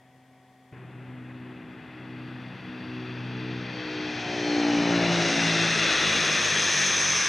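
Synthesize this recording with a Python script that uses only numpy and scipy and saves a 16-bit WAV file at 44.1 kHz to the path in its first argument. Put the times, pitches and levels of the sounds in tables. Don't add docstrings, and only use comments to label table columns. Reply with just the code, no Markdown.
import sys
import numpy as np
from scipy import signal
from scipy.fft import rfft, irfft
from scipy.io import wavfile
from scipy.ndimage import uniform_filter1d, map_coordinates

SR = 44100
rng = np.random.default_rng(int(sys.argv[2]) if len(sys.argv) > 2 else 0)


def unload_wav(signal):
    wavfile.write(
        sys.argv[1],
        SR,
        np.round(np.clip(np.atleast_2d(signal).T, -1, 1) * 32767).astype(np.int16),
    )


N = 321048
T = np.arange(N) / SR
HZ = np.maximum(np.fft.rfftfreq(N, 1 / SR), 1)


def from_db(db):
    return 10 ** (np.asarray(db) / 20)


def in_time(rows, times=T):
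    s, *columns = np.transpose(rows)
    return [np.interp(times, s, column) for column in columns]


def at_hz(points, hz=HZ):
    f, value = np.transpose(points)
    return np.interp(np.log(hz), np.log(f), value)


def bumps(rows):
    return sum(db * np.exp(-((HZ - hz) / width) ** 2) for hz, width, db in rows)


def beam(peak_s, width_s):
    return np.exp(-((T - peak_s) / width_s) ** 2)


def swell(peak_s, peak_db, rise_db_per_s, fall_db_per_s):
    before = np.maximum(peak_s - T, 0)
    after = np.maximum(T - peak_s, 0)
    return peak_db - rise_db_per_s * before - fall_db_per_s * after


def flutter(width_hz):
    count = 8192
    hz = np.fft.fftfreq(count, T[-1] / count)
    white = rng.standard_normal(count) + 1j * rng.standard_normal(count)
    z = np.fft.ifft(white / (1 + (hz / width_hz) ** 2))
    return np.interp(T, np.linspace(0, T[-1], count), z / np.std(z))


def stray():
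    scatter_rad, wander_rad = 1.1, 1.3
    return scatter_rad * rng.standard_normal() + wander_rad * flutter(width_hz=.35).real


def smeared_tone(hz, width_hz):
    return flutter(width_hz) * np.exp(2j * np.pi * np.cumsum(hz) / SR)


# (f/Hz, correlation)
LIKENESS = [(100, .985), (500, .993), (2000, .99), (6000, .97), (9000, .9), (12000, .55), (16000, .4)]


def noise(spectrum, band=None, peaks=(), likeness=LIKENESS):
    gain = from_db(at_hz(spectrum) + bumps(peaks))
    inside = 1 if band is None else (HZ > band[0]) & (HZ < band[1])
    mid, side = rfft(rng.standard_normal((2, N))) * gain / np.sqrt(np.mean(gain ** 2 * inside))
    alike = np.clip(at_hz(likeness), 0, 1)
    mid = np.sqrt((1 + alike) / 2) * mid
    side = np.sqrt((1 - alike) / 2) * side
    return irfft(mid + side * [[1], [-1]], N)


def evened(x, band):
    inside = signal.sosfilt(signal.butter(6, band, "band", fs=SR, output="sos"), x[0])
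    return x / np.sqrt(uniform_filter1d(inside ** 2, size=15000))


def steady_tones(lines, waver):
    out = 0
    for hz, db in lines:
        tone = (1 + waver * flutter(width_hz=3)) * np.exp(2j * np.pi * hz * T)
        out = out + np.sqrt(2) * from_db(db) * tone.real
    return out


# (f/Hz, level/dB)
FAR_TONES = [(129.5, -63), (259, -63), (388.5, -73.5), (518, -77)]
# (f/Hz, relative density/dB)
FAR_AIR = [(30, -22), (70, -6), (140, 3), (250, 1), (400, -4), (650, 0), (1000, -3.5), (1400, -12.5),
           (1900, -4.5), (2300, -9.5), (2600, -14), (3000, -14), (3400, -10.5), (3800, -21), (5000, -25),
           (6000, -35)]


def far_aircraft():
    air_db = -61.5
    return steady_tones(FAR_TONES, waver=.25) + from_db(air_db) * noise(FAR_AIR)


# (f/Hz, level/dB)
MOTOR = [(751, -64.5), (1126.6, -78), (1502, -82), (1877.6, -75), (2253, -83)]


def motor_hum(closeup):
    return from_db(-3.5 * closeup) * steady_tones(MOTOR, waver=.12)


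def distance(times):
    speed_m_per_s, miss_m, abeam_s = 58, 42, 6.6
    return np.hypot(speed_m_per_s * (times - abeam_s), miss_m)


def closeness():
    return (42 / distance(T)) ** 2


# (t/s, frequency ratio)
DOPPLER = [(0, 1), (3.3, .99), (4, .97), (4.6, .93), (5, .87), (5.3, .82), (6, .755), (6.6, .72), (7, .695),
           (7.28, .665)]


def doppler_ratio():
    return in_time(DOPPLER)[0]


def doppler(x):
    position = np.cumsum(doppler_ratio())
    return np.array([map_coordinates(channel, [position], order=3, mode="mirror") for channel in x])


def through_air(x, loss_db, above_hz):
    hz, times, frames = signal.stft(x, SR, nperseg=512)
    excess_khz2 = np.maximum(hz[:, None] ** 2 - above_hz ** 2, 0) / 1e6
    return signal.istft(frames * from_db(-loss_db * distance(times) * excess_khz2), SR)[1][:, :N]


# (t/s, f/Hz)
BLADE_RATE = [(0.8, 63.1), (1.39, 62.6), (1.94, 62.7), (3.56, 61.9), (4.12, 60.7), (5.75, 54.9),
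              (5.8, 54.2), (6.14, 52.8), (6.28, 51.3), (6.57, 50.0), (6.83, 46.8), (6.92, 46.7),
              (7.28, 43.7)]


def blade_angle():
    blade_hz = uniform_filter1d(in_time(BLADE_RATE)[0], size=12000, mode="nearest")
    return 2 * np.pi * np.cumsum(blade_hz) / SR


# (multiple, peak t/s, peak level/dB, rise/(dB/s), fall/(dB/s), beam level/dB, beam half-width/s)
TONES = [(1, 6.1, -57, 5, 9, 7, .35), (2, 3.33, -40.8, 1.2, 2.1, 5.1, .51),
         (3, 5.26, -31.2, 4.6, 3.4, 12.3, .67), (4, 4.76, -37.2, 1.7, 2.3, 5.7, .29),
         (5, 4.82, -28.3, 5.4, 9.8, 8.4, .69), (6, 4.9, -33.9, 2.3, 2, 18, 1.02),
         (7, 4.67, -40.2, 5.4, .3, 13, 1.3), (8, 4.72, -41.5, 7.5, 1.4, 8, .4)]
# (multiple, second propeller against the first far off, the same abeam, [t/s of the dips])
BEATS = [(1, .4, .6, [.7, 3.2, 5.0, 6.75, 7.6]),
         (2, .35, .92, [.3, 1.8, 2.68, 4.02, 4.62, 5.32, 5.82, 6.28, 6.83, 7.27]),
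         (3, .33, 1.2, [.7, 1.9, 3.07, 3.92, 4.6, 5.35, 5.95, 6.16, 6.43, 6.66, 6.98, 7.18, 7.45]),
         (4, .35, .8, [.8, 1.95, 2.55, 3.2, 3.82, 4.4, 5.21, 5.58, 5.99, 6.25, 6.45, 6.72, 6.99, 7.3]),
         (5, .42, .77, [1.05, 1.85, 2.52, 3.27, 3.68, 4.25, 5.19, 5.8, 6.07, 6.28, 6.48, 6.76, 7.3]),
         (6, .42, .87, [.6, 1.22, 1.87, 2.37, 2.73, 3.27, 3.75, 4.19, 4.84, 5.46, 5.75, 6.1, 6.48, 6.78, 7.3]),
         (7, .5, .45, [.6, 1.15, 1.9, 2.4, 3.13, 3.68, 4.22, 4.7, 5.15, 5.39, 5.77, 5.98, 6.55, 6.78, 7.3]),
         (8, .4, .7, [.6, 1.35, 1.9, 2.55, 3.3, 4.25, 4.92, 5.15, 5.38, 5.75, 6, 6.4, 6.8, 7.1, 7.4])]
# (multiple, peak t/s, gain level/dB, half-width/s)
SIDE_LOBES = [(2, .96, 2, .41), (2, 1.72, -8, .22), (2, 4.02, -7, .07), (2, 5.23, 4, .39), (3, 3, 6.2, .64),
              (3, 3.12, -8, .12), (3, 4.15, -3, .2), (4, 0.8, -7, .15), (4, 2.55, -8, .06),
              (4, 3.05, 3.5, .48), (4, 4.02, -5.5, .33), (4, 5.4, 3, .09), (5, 2.08, 3, .17),
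              (5, 2.52, -6, .1), (5, 4.5, 2, .15), (5, 5.2, -7, .05), (5, 5.4, 4.5, .1), (6, 1.5, 4, .2),
              (6, 2.6, -5, .25), (6, 3.15, 8.5, .26), (6, 3.77, -10, .06), (6, 5.27, 2, .1),
              (6, 6.3, 4, .7), (7, 3.46, 4, .18), (7, 5.25, 4, .08), (8, 3.85, 6.5, .2)]


def blade_tones(angle):
    near = closeness()
    rough = .2 + .15 * near
    out = 0
    for k, (tone, beat) in enumerate(zip(TONES, BEATS), 1):
        _, peak_s, peak_db, rise, fall, beam_db, width_s = tone
        _, depth_far, depth_abeam, dips_s = beat
        lobes_db = sum(db * beam(s, width) for multiple, s, db, width in SIDE_LOBES if multiple == k)
        main_db = swell(peak_s, peak_db, rise, fall) + beam_db * (beam(peak_s, width_s) - 1)
        level = from_db(main_db + lobes_db)
        cycles = np.interp(T, dips_s, np.arange(len(dips_s)))
        depth = depth_far + (depth_abeam - depth_far) * near
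        pair = 1 - depth * np.exp(2j * np.pi * cycles)
        out = out + level * (pair + rough * flutter(width_hz=5)) * np.exp(1j * (k * angle + stray()))
    return -np.sqrt(2) * out.real


# (t/s, level/dB)
WASH_LEVEL = [(.74, -58), (1.6, -56.5), (3.4, -51), (3.95, -48), (4.5, -36.5), (5.0, -32), (5.5, -35.5),
              (6.15, -39.5), (6.6, -43.5), (7.28, -50.5)]


def wash_level_db():
    return in_time(WASH_LEVEL)[0]


def tonal_share():
    return np.clip(.1 + .53 * beam(peak_s=4.7, width_s=.9), 0, 1)


# (multiple, level/dB)
OVERTONES = [(9, -8), (10, -7), (11, -6), (12, -5), (13, -4.5), (14, -7), (16, -16), (20, -23)]


def wash_harmonics(angle):
    comb = from_db(wash_level_db()) * np.sqrt(tonal_share())
    blur_from_s, blur_full_s = 4.85, 5.9
    blur = np.clip((T - blur_from_s) / (blur_full_s - blur_from_s), 0, 1)
    out = 0
    for k in range(len(TONES) + 1, 21):
        level = comb * from_db(np.interp(k, *np.transpose(OVERTONES)))
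        clear = .78 + .62 * flutter(width_hz=4)
        waver = np.sqrt(1 - blur) * clear + np.sqrt(blur) * flutter(width_hz=11)
        out = out + level * waver * np.exp(1j * (k * angle + stray()))
    return -np.sqrt(2) * out.real


# (f/Hz, relative density/dB)
WASH = [(25, -55), (60, -28), (220, -6), (380, 1), (520, 0), (680, 1.5), (850, 0), (1020, -2), (1300, -5),
        (2500, -35), (8000, -75)]


def wash_noise():
    wash = evened(doppler(noise(WASH)), (550, 1000))
    return from_db(wash_level_db() - 1.8) * np.sqrt(1 - tonal_share()) * wash


# (f/Hz, relative density/dB)
RUMBLE = [(25, -42), (45, -21), (70, -8), (100, -1.5), (160, 5), (230, -.5), (330, -2), (450, -10),
          (700, -24), (1500, -53), (6000, -85)]


def rumble():
    level_db = swell(peak_s=5, peak_db=-55.5, rise_db_per_s=2.2, fall_db_per_s=2.5)
    level_db = level_db + 5 * beam(peak_s=5, width_s=.45)
    return from_db(level_db) * noise(RUMBLE, (65, 105))


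def blade_chop(angle):
    return 1 + .06 * np.cos(2 * angle + stray())


# (f/Hz, relative density/dB)
RUSH = [(60, -55), (400, -19), (650, -15), (900, -11.3), (1200, -8), (1550, -4.2), (1800, -3.6), (2250, -3),
        (3000, -3), (4000, -3.5), (5200, -3.5), (6200, -9), (7000, -24), (9000, -55)]
# (f/Hz, width/Hz, level/dB)
COMPRESSORS = [(2560, 180, 2.7), (3400, 240, 3), (4600, 330, 3.8), (5500, 500, 1.8)]
# (t/s, level/dB)
RUSH_LEVEL = [(.74, -57), (1.6, -53.3), (3.4, -44), (4.0, -38.4), (4.7, -33.9), (5.2, -29.5), (5.95, -26.5),
              (6.55, -27.8), (7.28, -28.5)]


def engine_rush():
    rush = doppler(noise(RUSH, peaks=COMPRESSORS))
    rush = evened(through_air(rush, loss_db=.0047, above_hz=1000), (1200, 2800))
    level_db = in_time(RUSH_LEVEL)[0] + .1 + .4 * flutter(width_hz=25).real
    return from_db(level_db) * rush


# (f/Hz, width/Hz, peak t/s, peak level/dB, rise/(dB/s), fall/(dB/s))
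STAGE_WHISTLES = [(2050, 70, 1.9, -62, 7, 9), (2690, 100, 3.1, -55.5, 10, 8), (3480, 100, 3.3, -58, 9, 14),
                  (3330, 120, 5.85, -37, 14, 14), (2480, 90, 6.8, -39, 10, 2)]


def stage_whistles():
    out = 0
    for hz, width_hz, peak_s, peak_db, rise, fall in STAGE_WHISTLES:
        level = from_db(swell(peak_s, peak_db, rise, fall) + 2.5 * flutter(width_hz=5).real)
        out = out + level * smeared_tone(hz * doppler_ratio(), width_hz)
    return np.sqrt(2) * out.real


# (peak t/s, gain level/dB, half-width/s)
INTAKE_SURGES = [(2.25, 6, .14), (2.85, 5.5, .22), (3.85, 4.5, .15), (4.54, 9, .09), (5.3, 8, .22)]


def intake_whine():
    level_db = swell(peak_s=4.5, peak_db=-47, rise_db_per_s=11, fall_db_per_s=12)
    level_db = level_db + sum(db * beam(s, width) for s, db, width in INTAKE_SURGES)
    emitted_hz = 4600
    return np.sqrt(2) * from_db(level_db) * smeared_tone(emitted_hz * doppler_ratio(), width_hz=150).real


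# (f/Hz, relative density/dB)
HISS = [(2500, -35), (3600, -14), (4100, -7), (4700, -6), (5300, 0.5), (6300, 1), (6650, -3), (7000, -15),
        (7500, -12.5), (8400, -12.5), (9000, -16.5), (10200, -16), (11000, -26.5), (13000, -27),
        (15500, -25), (17000, -38)]
# (t/s, level/dB)
HISS_LEVEL = [(.74, -90), (2, -75), (3, -64.5), (3.56, -60), (4.45, -42.5), (5.07, -39), (5.22, -33),
              (6.3, -32.5), (6.75, -30), (7.28, -29)]


def turbine_hiss():
    hiss = through_air(noise(HISS, (5000, 6700)), loss_db=.0017, above_hz=4800)
    level_db = in_time(HISS_LEVEL)[0] + .9 * flutter(width_hz=22).real
    return from_db(level_db) * hiss


# (f/Hz, relative density/dB)
EXHAUST = [(120, -25), (260, -8), (330, -1), (440, 0), (560, -2.5), (680, -10.5), (900, -18), (2000, -45)]
# (t/s, level/dB)
EXHAUST_LEVEL = [(4.6, -75), (5.3, -53), (5.7, -41.5), (6.05, -39.5), (6.42, -42), (6.57, -50), (6.72, -44),
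                 (6.92, -42), (7.28, -50)]


def exhaust_roar():
    return from_db(in_time(EXHAUST_LEVEL)[0]) * noise(EXHAUST)


def turbine_whine():
    level_db = swell(peak_s=6.85, peak_db=-29, rise_db_per_s=15, fall_db_per_s=.3)
    heard_hz, = in_time([(5.5, 6350), (6.9, 6300), (7.28, 6120)])
    return np.sqrt(2) * from_db(level_db) * smeared_tone(heard_hz, width_hz=260).real


# (width/octaves, [(t/s, f/Hz, depth level/dB)])
GROUND_DIPS = [(.3, [(3.2, 1300, 0), (4.4, 1160, 5), (4.85, 1100, 1.5), (5.2, 1080, 3.5), (6.1, 930, 5.5),
               (7.28, 900, 4.5)]), (.07, [(.75, 2300, 1.5), (1.5, 2290, 4), (2.8, 2260, 5.5),
               (4.1, 2200, 4.5), (4.8, 2180, 2), (5.2, 2200, 2.3), (5.6, 2220, 4), (6.5, 2200, 4.5),
               (7.28, 2120, 1)]), (.055, [(.75, 3130, 1.5), (1.4, 3110, 4), (2.7, 3060, 4.5),
               (3.7, 2960, 5), (4.55, 2850, 6.5), (4.8, 2820, 0)]), (.055, [(4.4, 3350, 0), (4.8, 3230, 8),
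               (5.2, 3070, 9), (5.6, 2990, 9), (5.95, 3110, 7.5), (6.3, 3090, 6), (6.6, 3050, 4.5),
               (7, 3050, 10), (7.28, 3050, 11)]), (.07, [(3.8, 4950, 0), (4.5, 4780, 1), (5.2, 4700, 1),
               (6.6, 4550, 0), (7.28, 4620, 3)]), (.14, [(5.9, 1470, 0), (6.7, 1420, 3.2),
               (7.28, 1380, 3.8)])]


def over_ground(x):
    hz, times, frames = signal.stft(x, SR, nperseg=1024)
    loss_db = 0
    for width_octaves, path in GROUND_DIPS:
        dip_hz, depth_db = in_time(path, times)
        octaves = np.log2(np.maximum(hz[:, None], 1) / dip_hz)
        loss_db = loss_db + depth_db * np.exp(-(octaves / width_octaves) ** 2)
    return signal.istft(frames * from_db(-loss_db), SR)[1][:, :N]


def near_aircraft():
    angle = blade_angle()
    turbulence = wash_noise() + rumble() + exhaust_roar()
    turbulence = turbulence + (engine_rush() + turbine_hiss()) * blade_chop(angle)
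    tones = blade_tones(angle) + wash_harmonics(angle)
    whistles = stage_whistles() + intake_whine() + turbine_whine()
    return tones + over_ground(turbulence) + whistles


def scene():
    closeup = np.clip((T - .722) / .004, 0, 1)
    return (1 - closeup) * far_aircraft() + closeup * near_aircraft() + motor_hum(closeup)


# (f/Hz, width/Hz, left level/dB, right level/dB)
HOUSING = [(250, 450, .6, -.6), (1150, 400, .7, -1.8), (1900, 450, 3, -3), (2560, 200, 1.2, 1.2),
           (3300, 500, 1.5, -1.5), (4450, 260, 1, -6), (5750, 200, -1.5, 1.5), (6800, 170, -4.5, 3.5),
           (7380, 190, -11.5, 3.5), (7880, 160, 0, -7)]
# (f/Hz, left lead/rad)
CAPSULE_LEAD = [(30, .12), (120, .21), (200, .2), (270, .1), (650, .19), (950, .01), (3800, .05),
                (4550, .7), (5200, -.05), (8000, .05)]


def through_housing(x):
    housing = np.array(HOUSING)
    left, right = housing[:, :3], np.delete(housing, 2, axis=1)
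    colour = from_db([bumps(left), bumps(right)])
    colour = colour * np.exp(.5j * at_hz(CAPSULE_LEAD) * [[1], [-1]])
    response = np.roll(irfft(colour, N), 512, axis=1)[:, :1025] * np.hanning(1025)
    return signal.fftconvolve(x, response, "same", axes=1)


# (f/Hz, relative density/dB)
FIZZ = [(3000, -10), (9000, 0), (14800, -1), (16000, -10)]


def fizz(heard):
    treble = signal.sosfilt(signal.butter(2, 2200, "high", fs=SR, output="sos"), heard[0])
    loudness = np.sqrt(uniform_filter1d(treble ** 2, size=8000))
    return from_db(-44) * loudness * noise(FIZZ)


# (f/Hz, relative density/dB)
MIC_HISS = [(100, -4), (3000, -1), (4800, 1), (7000, -1), (10000, -3.5), (14000, -9), (16000, -18)]


def record(dry):
    heard = through_housing(dry)
    heard = heard + fizz(heard)
    heard = heard + from_db(-73) * noise(MIC_HISS, likeness=[(100, .3), (16000, .3)])
    return signal.sosfilt(signal.ellip(10, .1, 80, 16000, fs=SR, output="sos"), heard)


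dry = scene()
out = record(dry)
unload_wav(out)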